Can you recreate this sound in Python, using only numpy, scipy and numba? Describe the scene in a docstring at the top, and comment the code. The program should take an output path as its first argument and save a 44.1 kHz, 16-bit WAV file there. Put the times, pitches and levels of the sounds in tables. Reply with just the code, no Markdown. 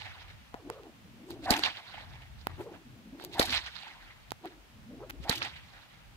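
"""Whip cracked in a sand arena

A long whip is swung and cracked three times, a few metres from a phone with two microphone ports.
The thong whistles as it sheds vortices (moving noise bands), the tip cracks (noise bursts, gliding zips, thuds),
leather pops on the sand (pulses). Fence and trees return every crack as grainy noise, slaps and hoots; an earlier
crack is heard only by its late echoes. Light wind puffs (low noise) on the ports over quiet country air (steady noise).
"""
import sys
import numpy as np
from scipy import signal
from scipy.fft import rfft, irfft
from scipy.io import wavfile
from scipy.ndimage import uniform_filter1d
from numba import njit

SR = 44100
rng = np.random.default_rng(int(sys.argv[2]) if len(sys.argv) > 2 else 0)


def pcm_store(signal):
    """Save signal as 16-bit PCM."""
    levels = np.round(np.clip(np.atleast_2d(signal), -1, 1) * 32767)
    wavfile.write(sys.argv[1], SR, levels.astype(np.int16).T)


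N = 271875
TIME = np.arange(N) / SR
PAD = 8192  # samples at each end of an event track; also the length of a long event
SHORT_T = (np.arange(1024) - 512) / SR  # seconds about the middle of a short event


def undb(db):
    """Amplitude factor of a level in dB."""
    return 10 ** (np.asarray(db) / 20)


def unit(x):
    """Scale to an RMS of 1."""
    return x / np.sqrt(np.mean(x ** 2))


def shape(x, points, tilt_db=0., lag_ms=0.):
    """Colour by (Hz, dB) points, tilt by dB per octave about 3 kHz (flat below 300 Hz), and delay."""
    hz = np.fft.rfftfreq(x.shape[-1], 1 / SR) + 1e-3
    point_hz, point_db = np.transpose(points)
    db = np.interp(np.log(hz), np.log(point_hz), point_db)
    db = db + tilt_db * np.log2(np.clip(hz, 300, None) / 3000)
    delay = np.exp(-2j * np.pi * hz * lag_ms / 1000)
    return irfft(rfft(x) * undb(db) * delay, x.shape[-1])


@njit
def svf(x, hz, q):
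    """State-variable band-pass whose centre moves, gain 1 at the centre."""
    y, band, low, damping = np.empty(len(x)), 0., 0., 1 / q
    for i in range(len(x)):
        g = np.tan(np.pi * hz[i] / SR)
        v = (band + g * (x[i] - low)) / (1 + g * (g + damping))
        band = 2 * v - band
        low = low + 2 * g * v
        y[i] = damping * v
    return y


def walk(rate_hz):
    """Random levels held 1 / rate s and slewed twice; RMS 1."""
    hold = int(SR / rate_hz)
    steps = np.repeat(rng.standard_normal(N // hold + 1), hold)
    slewed = uniform_filter1d(uniform_filter1d(steps, hold), hold)
    return unit(slewed[:N])


def follow(table, fade_s=0.12):
    """Columns of a curve at every sample, and a gate that is open along its span."""
    s, *columns = np.transpose(table)
    gate = np.interp(TIME, [s[0] - fade_s, s[0], s[-1], s[-1] + fade_s], [0, 1, 1, 0])
    return gate, [np.interp(TIME, s, column) for column in columns]


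def place(x, pan_db):
    """Two channels, left minus right = pan_db."""
    return x * undb(np.array([pan_db, -pan_db]) / 2).reshape(2, -1)


def mottle(x, depth_db, rate_hz, octaves):
    """Blotches: every half-octave band flickers on its own (octaves above 1 Hz)."""
    spectrum = rfft(x)
    octave = np.log2(np.fft.rfftfreq(N, 1 / SR) + 1)
    out = 0
    for centre in octaves:
        band = np.cos(np.pi * np.clip(octave - centre, -.5, .5)) ** 2
        flicker = unit(undb(depth_db * walk(rate_hz)))
        out = out + irfft(spectrum * band, N) * flicker
    return out


def padded_track():
    """Silent stereo track with PAD samples spare at both ends."""
    return np.zeros((2, N + 2 * PAD))


def add(out, s, sound):
    """Mix a sound whose middle falls at s into a padded track."""
    start = int(s * SR) + PAD - sound.shape[1] // 2
    out[:, start:start + sound.shape[1]] += sound


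def swells(rows, colour, apart, grain_db):
    """Bursts of turbulent noise, crackling with small grains; a share (apart) differs between the ports.

    Each row: peak in seconds, level in dB, rise and fall in dB per 10 ms (1.5 at least),
    tilt in dB per octave, left minus right in dB.
    """
    out, t = padded_track(), (np.arange(PAD) - PAD / 2) / SR
    noises = rng.standard_normal((len(rows), 4, PAD))
    for (s, db, rise_db, fall_db, tilt_db, pan_db), noise in zip(rows, noises):
        slope_db = np.where(t < 0, -max(rise_db, 1.5), max(fall_db, 1.5)) * 100 * t
        grains = unit(undb(grain_db * unit(uniform_filter1d(noise[3], size=60))))
        hiss = unit(shape(noise[0] + apart * noise[1:3], colour, tilt_db))
        envelope = undb(db - slope_db) * np.hanning(PAD)
        add(out, s, place(hiss * grains * envelope, pan_db))
    return out[:, PAD:-PAD]


# Spectrum of the background. 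Each row: frequency in Hz, density in dB per Hz.
AIR_COLOUR = [(88, -49), (150, -4), (240, -6.5), (363, -15.5), (723, -9.5), (1210, -12), (2810, -13),
              (8790, -27.5), (13800, -28.5), (15600, -28.5), (16500, -88)]
AIR_DB = -60


def air():
    """Leaves, distance and microphone hiss: steady coloured noise, independent at the ports."""
    return unit(shape(rng.standard_normal((2, N)), AIR_COLOUR)) * undb(AIR_DB)


# Wind puffs on the ports. Each row: time in seconds, level in dB.
WIND_LEVELS = [(0.0, -56.5), (0.29, -52), (0.99, -61.5), (1.51, -52.5), (1.75, -55.5), (2.09, -47),
               (2.49, -51.5), (2.78, -54.5), (3.3, -51.5), (3.53, -41), (3.67, -55.5), (4.13, -56),
               (4.65, -58), (5.42, -51), (5.85, -60.5), (6.16, -51.5)]
WIND_COLOUR = [(20, -26), (45, -3), (75, -5.5), (120, -6), (200, -20.5), (400, -35.0), (1500, -110)]  # Hz, dB
WIND_OCTAVES = np.arange(4, 10.6, .5)  # above 1 Hz


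def wind():
    """Slow pressure puffs: low noise, mostly unrelated at the two ports."""
    _, (db,) = follow(WIND_LEVELS)
    noise = rng.standard_normal((3, N))
    rumble = unit(shape(0.84 * noise[0] + noise[1:], WIND_COLOUR))
    rumble = mottle(rumble, depth_db=5.0, rate_hz=14, octaves=WIND_OCTAVES)
    gusts_db = 2.0 * np.array([walk(11), walk(14)])
    return rumble * undb(db + gusts_db)


# Cracks of the tip; of the earliest only late echoes are heard. Each row: peak in seconds, level in dB,
# fall in dB per 10 ms, rush level in dB, rush length after the peak in seconds, hollow echoes in dB,
# echoes in dB, tilt of echoes in dB per octave, aim (negative at the fence, positive at the trees).
CRACKS = [(-0.417, -16, 10, -30, .05, -44, -23, 0, 0.1),
          (1.5058, -17, 10.5, -27, 0.058, -40, -25.5, -1.5, -0.77),
          (3.3958, -15.5, 15, -36.5, 0.05, -42, -24.5, 0, 0.7),
          (5.2959, -19.5, 20, -40.5, 0.038, -63, -31.5, -1.2, -1.36)]
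# Scattered wash after a crack. Each row: delay in seconds, level in dB against the echoes, tilt in dB per octave.
WASH_DECAY = [(0.0, -24.5, -13), (.12, -18, -5), (.16, -14.5, 1.5), (.25, -25.5, 2.5), (.55, -29.5, -1.5),
              (.9, -41.5, -2)]
# Spectrum of wash, echoes and hisses before tilt. Each row: frequency in Hz, density in dB per Hz.
WASH_COLOUR = [(240, -13), (400, -15), (489, -15), (553, -10), (852, -1), (1090, -4.5), (1930, 1.5),
               (3810, -3), (4950, -12.5), (5350, -16), (8630, -31.5), (10900, -34.5), (14100, -40),
               (16000, -79)]


def wash():
    """Thousands of small reflections: patchy noise that dulls as it fades."""
    out = np.zeros((2, N))
    noise = rng.standard_normal((3, N))
    stereo = noise[0] + .9 * noise[1:]
    dull = unit(shape(stereo, WASH_COLOUR, tilt_db=-3))
    bright = unit(shape(stereo, WASH_COLOUR, tilt_db=3))
    patches = undb(0.42 * walk(60))
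    for s, *_, echo_db, echo_tilt_db, _ in CRACKS:
        gate, (db, tilt_db) = follow(np.array(WASH_DECAY) + [s, echo_db, echo_tilt_db], fade_s=0.087)
        share = np.clip(.5 + tilt_db / 6, 0, 1)
        out += gate * undb(db) * patches * (share * bright + (1 - share) * dull)
    return out


# What throws each crack back. Each row: delay in seconds, level in dB against the echoes, gain in dB per unit
# of aim, rise and fall in dB per 10 ms, tilt in dB per octave, left minus right in dB.
REFLECTORS = [(.018, -1.6, -2, 9, 3.5, -1.6, -5.5), (.034, -8, -1, 2, 6.5, 12, 1),
              (0.06, -8.5, -2, 24, 6, 11.5, 5), (.085, -15.5, -8.2, 13, 10, 12, 2),
              (.112, -15.5, 4.5, -2, -1, 8, 0.5), (.13, -2, -2, 40, 10.5, 3.5, 0.5),
              (.153, -2, 0.5, 3.5, 6, 2.5, -4.5), (.176, -9, 0, 0.5, 2.5, 0.3, -3.5),
              (.273, -17, -0.5, 2, 3, 1.5, -2.5), (.362, -28.5, 8.5, 11, 3, 1.5, -11),
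              (0.399, -28, 1.8, 2, -8, 3.5, -11.5), (.437, -22.5, 0.5, 5, 3.5, 0.3, -3),
              (.482, -22.5, -1.3, 2, 1, -1.6, -3), (.536, -35, -5, -2, 5, 2.5, -7),
              (.633, -28, -1, 3.5, -1.5, -0.5, -4.5), (.72, -30.5, -0.7, -2, 3, -1, -0.5)]


def reflections():
    """Every reflector answers every crack with a swell of grainy noise, its level set by the aim."""
    rows = []
    for crack_s, *_, echo_db, echo_tilt_db, aim in CRACKS:
        for delay_s, db, aim_db, rise_db, fall_db, tilt_db, pan_db in REFLECTORS:
            s = crack_s + delay_s
            if s > -PAD / 2 / SR:
                level_db = echo_db + db + aim * aim_db
                rows.append((s, level_db, rise_db, fall_db, tilt_db + echo_tilt_db, pan_db))
    return swells(rows, WASH_COLOUR, apart=1.0, grain_db=3.1)


# Hollow far echoes. Each row: delay after the crack in seconds, level in dB against its hollow echo level.
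HOLLOWS = [(.283, -7), (.439, 0), (.475, 1), (.635, -11)]
HOLLOW_HZ, HOLLOW_S, HOLLOW_PAN_DB = 830, 0.0025, -5


def hollows():
    """Each crack comes back from afar as short, dull hoots: detuned sine bursts."""
    out = padded_track()
    rows = [(c[0] + delay_s, c[5] + db) for c in CRACKS for delay_s, db in HOLLOWS if c[0] + delay_s > 0]
    for (s, db), (detune, scatter) in zip(rows, rng.standard_normal((len(rows), 2))):
        hz = HOLLOW_HZ * (1 + 0.065 * detune)
        ring = np.sin(2 * np.pi * hz * SHORT_T) * np.exp(-(SHORT_T / HOLLOW_S) ** 2)
        add(out, s, place(undb(db + 0.84 * scatter) * ring, HOLLOW_PAN_DB))
    return out[:, PAD:-PAD]


RUSH_START_S, RUSH_FULL_S, RUSH_DIES_S = .058, 0.04, 0.048  # before the crack twice, then after the rush
RUSH_FROM_HZ, RUSH_HZ = 580, 789
RUSH_FAINT_DB, RUSH_EARLY_DB, RUSH_SAG_DB = -26.5, -6.5, -7  # against the level at the crack


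def rush(s, db, lasts_s):
    """Last rush of the lash: climbs to its pitch, swells to the crack, sags, dies (s, Hz, dB)."""
    return [
        (s - RUSH_START_S, RUSH_FROM_HZ, db + RUSH_FAINT_DB),
        (s - RUSH_FULL_S, RUSH_HZ, db + RUSH_EARLY_DB),
        (s, RUSH_HZ, db),
        (s + lasts_s, RUSH_HZ, db + RUSH_SAG_DB),
        (s + lasts_s + RUSH_DIES_S, RUSH_HZ, db + RUSH_FAINT_DB),
    ]


# The thong in the air, one list a swing. Each row: time in seconds, mean shedding pitch in Hz,
# level of its thick part in dB.
SWINGS = [
    [(.565, 720, -54), (.61, 457, -56), (.638, 293, -54), (.67, 298, -42.5), (.76, 580, -54),
     (.82, 398, -57.5), (.895, 287, -51), (.93, 265, -62), (1.024, 203, -56), (1.2, 240, -52.5),
     (1.274, 348, -53.5), (1.338, 331, -44), (1.386, 294, -52), (1.45, 313, -46.5), (1.6, 303, -44),
     (1.68, 274, -57)],
    [(2.54, 230, -71), (2.61, 380, -47.5), (2.635, 420, -60), (2.664, 500, -49), (2.7, 360, -52),
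     (2.894, 238, -63), (2.93, 248, -56.5), (3.092, 216, -51), (3.228, 390, -53.5), (3.28, 330, -50),
     (3.35, 340, -55.5), (3.5, 273, -48.5), (3.58, 270, -65)],
    [(4.4, 334, -75), (4.452, 345, -41), (4.498, 328, -58), (4.684, 270, -73.5), (4.73, 231, -62),
     (4.83, 205, -56), (4.974, 278, -45.5), (5.015, 386, -50), (5.05, 550, -54.5), (5.075, 300, -54),
     (5.13, 288, -58), (5.155, 303, -48.5), (5.215, 302, -58), (5.4, 284, -51.5), (5.48, 270, -63)],
]
SWING_Q, RUSH_Q = 2.63, 3.5
THIN_DB, THIN_DB_PER_OCTAVE, THIN_TOP_DB = -13, 14, -9.5  # thin end against thick at 300 Hz, gain with pitch, cap
THONG_PAN_DB = -2


def thong():
    """Vortex shedding: noise in a narrow band that follows speed; the thinner end sings higher."""
    out = np.zeros((2, N))
    swings = [(swing, SWING_Q) for swing in SWINGS]
    rushes = [(rush(c[0], c[3], c[4]), RUSH_Q) for c in CRACKS[1:]]
    for path, q in swings + rushes:
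        gate, (hz, db) = follow(path, fade_s=0.043)
        thin_db = np.clip(THIN_DB + THIN_DB_PER_OCTAVE * np.log2(hz / 300), None, THIN_TOP_DB) + 1.7 * walk(30)
        hz = np.clip(hz, 80, 2000) * 2 ** (0.089 * walk(35))  # the lash never holds its speed
        thin_hz = 2.2 * hz
        thick = unit(svf(svf(rng.standard_normal(N), hz, q), hz, q))
        thin = unit(svf(svf(rng.standard_normal(N), thin_hz, 2.6), thin_hz, 2.6)) * undb(3 * walk(60))
        level = gate * undb(db + 1.94 * walk(75))
        out += place((thick + undb(thin_db) * thin) * level, THONG_PAN_DB)
    return out


# Pops of leather and lash. Each row: time in seconds, pulse level in dB, pitch in Hz, tick level in dB,
# left minus right in dB.
POPS = [(0.5425, -23.5, 850, -50, 2.5), (0.5466, -26.5, 497, -60, 1), (0.7003, -22, 890, -34, -9.5),
        (0.834, -38, 2000, -63, -3), (1.3064, -29, 1170, -36, -4), (1.5934, -17.5, 1330, -34, -3),
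        (2.221, -38, 2450, -73, 4), (2.47, -12, 990, -28.5, -7.5), (3.1986, -38, 1400, -62, -22),
        (3.24, -30.5, 480, -38, -5), (3.2488, -21, 4020, -34.5, 8), (4.3072, -24, 3660, -55, 1.5),
        (4.3191, -22, 770, -38, -15.5), (4.4568, -28.5, 1190, -44, -5), (5.0967, -30, 1610, -42, 3),
        (5.1002, -31, 1700, -45, -17), (5.1038, -29, 2180, -45, 14), (5.1074, -24.5, 1880, -40, -3)]


def pops():
    """A sudden dip and slower rebound of pressure with a tick of noise on its edge."""
    out, t = padded_track(), SHORT_T
    for (s, db, hz, tick_db, pan_db), noise in zip(POPS, rng.standard_normal((len(POPS), len(t)))):
        turn = hz * t
        pulse = -np.cos(2 * np.pi * turn) * np.exp(-np.where(t < 0, -9.0 * turn, 2.6 * turn))
        tick = (noise - .5 * np.roll(noise, 1)) * np.exp(-np.abs(t) / np.where(t < 0, .0002, .0005))
        pop = undb(db) * pulse + undb(tick_db) * tick
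        bounce = np.roll(uniform_filter1d(pop, size=6), round(0.001745 * SR))  # dull, off the sand
        add(out, s, place(pop - 0.28 * bounce, pan_db))
    return out[:, PAD:-PAD]


# The lash dragged through sand and air. Each row: peak in seconds, level in dB, tilt in dB per octave,
# left minus right in dB.
DRAGS = [(0.733, -56, 5, 2), (1.311, -52.5, 11.5, 3), (2.412, -58, 7, -1), (2.505, -49, -6, 1.1),
         (2.546, -53.5, -4, -1.1), (2.599, -45.5, -9, 2), (2.611, -57, 16, -1), (2.744, -45.5, -9.5, -4),
         (3.2, -51.5, -7, 1), (3.228, -49, 9.7, 3), (4.466, -52.5, 1.5, -0.5), (4.52, -56.5, -7.5, -1)]
DRAG_RISE_DB_PER_10MS, DRAG_FALL_DB_PER_10MS = 3.5, 2.5


def drags():
    """The lash hisses through sand and air: slow swells of grainy noise."""
    rows = [(s, db, DRAG_RISE_DB_PER_10MS, DRAG_FALL_DB_PER_10MS, tilt_db, pan_db)
            for s, db, tilt_db, pan_db in DRAGS]
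    return swells(rows, WASH_COLOUR, apart=1.0, grain_db=3.1)


# Bright hiss ahead of each crack. One row: lead before the crack in seconds, level in dB against the echoes,
# rise and fall in dB per 10 ms, tilt in dB per octave, left minus right in dB.
LEAD = (0.05, -17, 4.5, 11, 7.5, 0)


def leads():
    """A swell of bright noise ahead of each crack."""
    lead_s, lead_db, *swell = LEAD
    rows = [(c[0] - lead_s, c[6] + lead_db, *swell) for c in CRACKS[1:]]
    return swells(rows, WASH_COLOUR, apart=1.0, grain_db=3.1)


# Spectrum of the crack before tilt. Each row: frequency in Hz, density in dB per Hz.
CRACK_COLOUR = [(240, -16.5), (400, 19), (1790, -4), (4730, -7), (5870, -9), (6340, -13.5), (9320, -11.5),
                (10100, -16.5), (14400, -14.5), (16000, -64.5)]
CRACK_RISE_DB_PER_10MS, CRACK_TILT_DB_PER_OCTAVE, CRACK_PAN_DB = 57, 2.5, -3


def tip_cracks():
    """The tip cracks: noise that jumps up and falls within hundredths of a second."""
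    rows = [(c[0], c[1], CRACK_RISE_DB_PER_10MS, c[2], CRACK_TILT_DB_PER_OCTAVE, CRACK_PAN_DB)
            for c in CRACKS[1:]]
    return swells(rows, CRACK_COLOUR, apart=.5, grain_db=3.0)


# Upward zips of the tip. Each row: middle in seconds, level in dB, pitch at the middle in Hz, left minus right in dB.
ZIPS = [(1.5069, -14.5, 4530, 1), (3.3961, -11, 3970, 10), (5.2956, -24, 3930, -9)]


def zips():
    """A few cycles that glide up as the tip cracks."""
    out, t = padded_track(), SHORT_T
    for s, db, hz, pan_db in ZIPS:
        turns = hz * t * (1 + 70 * t)
        glide = np.sin(2 * np.pi * turns) * np.exp(-(t / 0.00088) ** 2)
        add(out, s, place(undb(db) * glide, pan_db))
    return out[:, PAD:-PAD]


# Low pushes of air, under each crack and one faint low bump, perhaps a footfall, before the last.
# Each row: onset in seconds, relative level in dB, pitch in Hz, 60 dB decay in seconds, left minus right in dB.
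THUDS = [(1.5083, -17, 240, 0.02, 6.5), (3.396, -18.5, 260, 0.017, 4.5), (5.2, -44, 136, 0.029, 21),
         (5.296, -19, 192, 0.012, -3)]


def thuds():
    """A couple of low cycles of displaced air on a one-sided push."""
    out, t = padded_track(), np.clip(np.arange(PAD) - PAD / 2, 0, None) / SR
    for s, db, hz, t60_s, pan_db in THUDS:
        push = np.sin(2 * np.pi * hz * t) + 0.47
        envelope = undb(db - 60 * t / t60_s) * (1 - np.exp(-t / 0.0027)) * 3
        add(out, s, place(push * envelope, pan_db))
    return out[:, PAD:-PAD]


# Single hard echoes off posts and rails. Each row: middle in seconds, knock level in dB, knock pitch in Hz,
# left minus right in dB.
SLAPS = [(1.5398, -9.5, 2570, 2), (1.6368, -11.5, 2970, -7), (3.4187, -13, 1400, -6), (3.429, -13, 3420, 2),
         (5.328, -16.5, 2060, 3.5), (5.4199, -13, 2000, -5.5)]


def slaps():
    """A dull knock: a single short pulse with a faint ring of noise lower down."""
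    out, t = padded_track(), SHORT_T
    for (s, db, hz, pan_db), noise in zip(SLAPS, rng.standard_normal((len(SLAPS), len(t)))):
        ring_hz = np.full(len(t), 0.64 * hz)
        ring = unit(svf(svf(noise, ring_hz, 0.99), ring_hz, 1.6)) * np.exp(-(t / 0.0025) ** 2)
        knock = -np.cos(2 * np.pi * hz * t) * np.exp(-(2.2 * hz * t) ** 2)
        add(out, s, place(undb(db) * (knock + 0.13 * ring), pan_db))
    return out[:, PAD:-PAD]


# Cavity colours of the two ports. Each row: frequency in Hz, left minus right in dB.
PORT_COLOUR = [(300, 3.5), (1300, 1), (2400, 1), (4400, -11), (8100, -1), (15000, 5)]


def ports(sound, lag_ms):
    """The whip is nearer the left port, so the right lags; each port has its own cavity colour."""
    hz, db = np.transpose(PORT_COLOUR)
    left = shape(sound[0], np.c_[hz, db / 2])
    right = shape(sound[1], np.c_[hz, -db / 2], lag_ms=lag_ms)
    return np.array([left, right])


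SHARP_LAG_MS, ECHO_LAG_MS, THONG_LAG_MS = 0.284, .13, .09
ECHO_OCTAVES = np.arange(8, 14.6, .5)  # above 1 Hz


def scene():
    """Whip sounds through the ports, over wind and air."""
    scattered = wash() + reflections() + drags() + leads()
    scattered = mottle(scattered, depth_db=3.0, rate_hz=90, octaves=ECHO_OCTAVES)
    smooth = hollows() + thong() + thuds()
    sharp = pops() + tip_cracks() + zips() + slaps()
    whip = ports(scattered, ECHO_LAG_MS) + ports(smooth, THONG_LAG_MS) + ports(sharp, SHARP_LAG_MS)
    return air() + wind() + whip


LOW_CUT_HZ, TOP_HZ = 45, 16200


def record(dry):
    """The phone cuts the deepest bass and the top."""
    dry = signal.sosfilt(signal.butter(2, LOW_CUT_HZ, "high", fs=SR, output="sos"), dry)
    return signal.sosfilt(signal.ellip(10, .3, 75, TOP_HZ, fs=SR, output="sos"), dry)


dry = scene()
out = record(dry)
pcm_store(out)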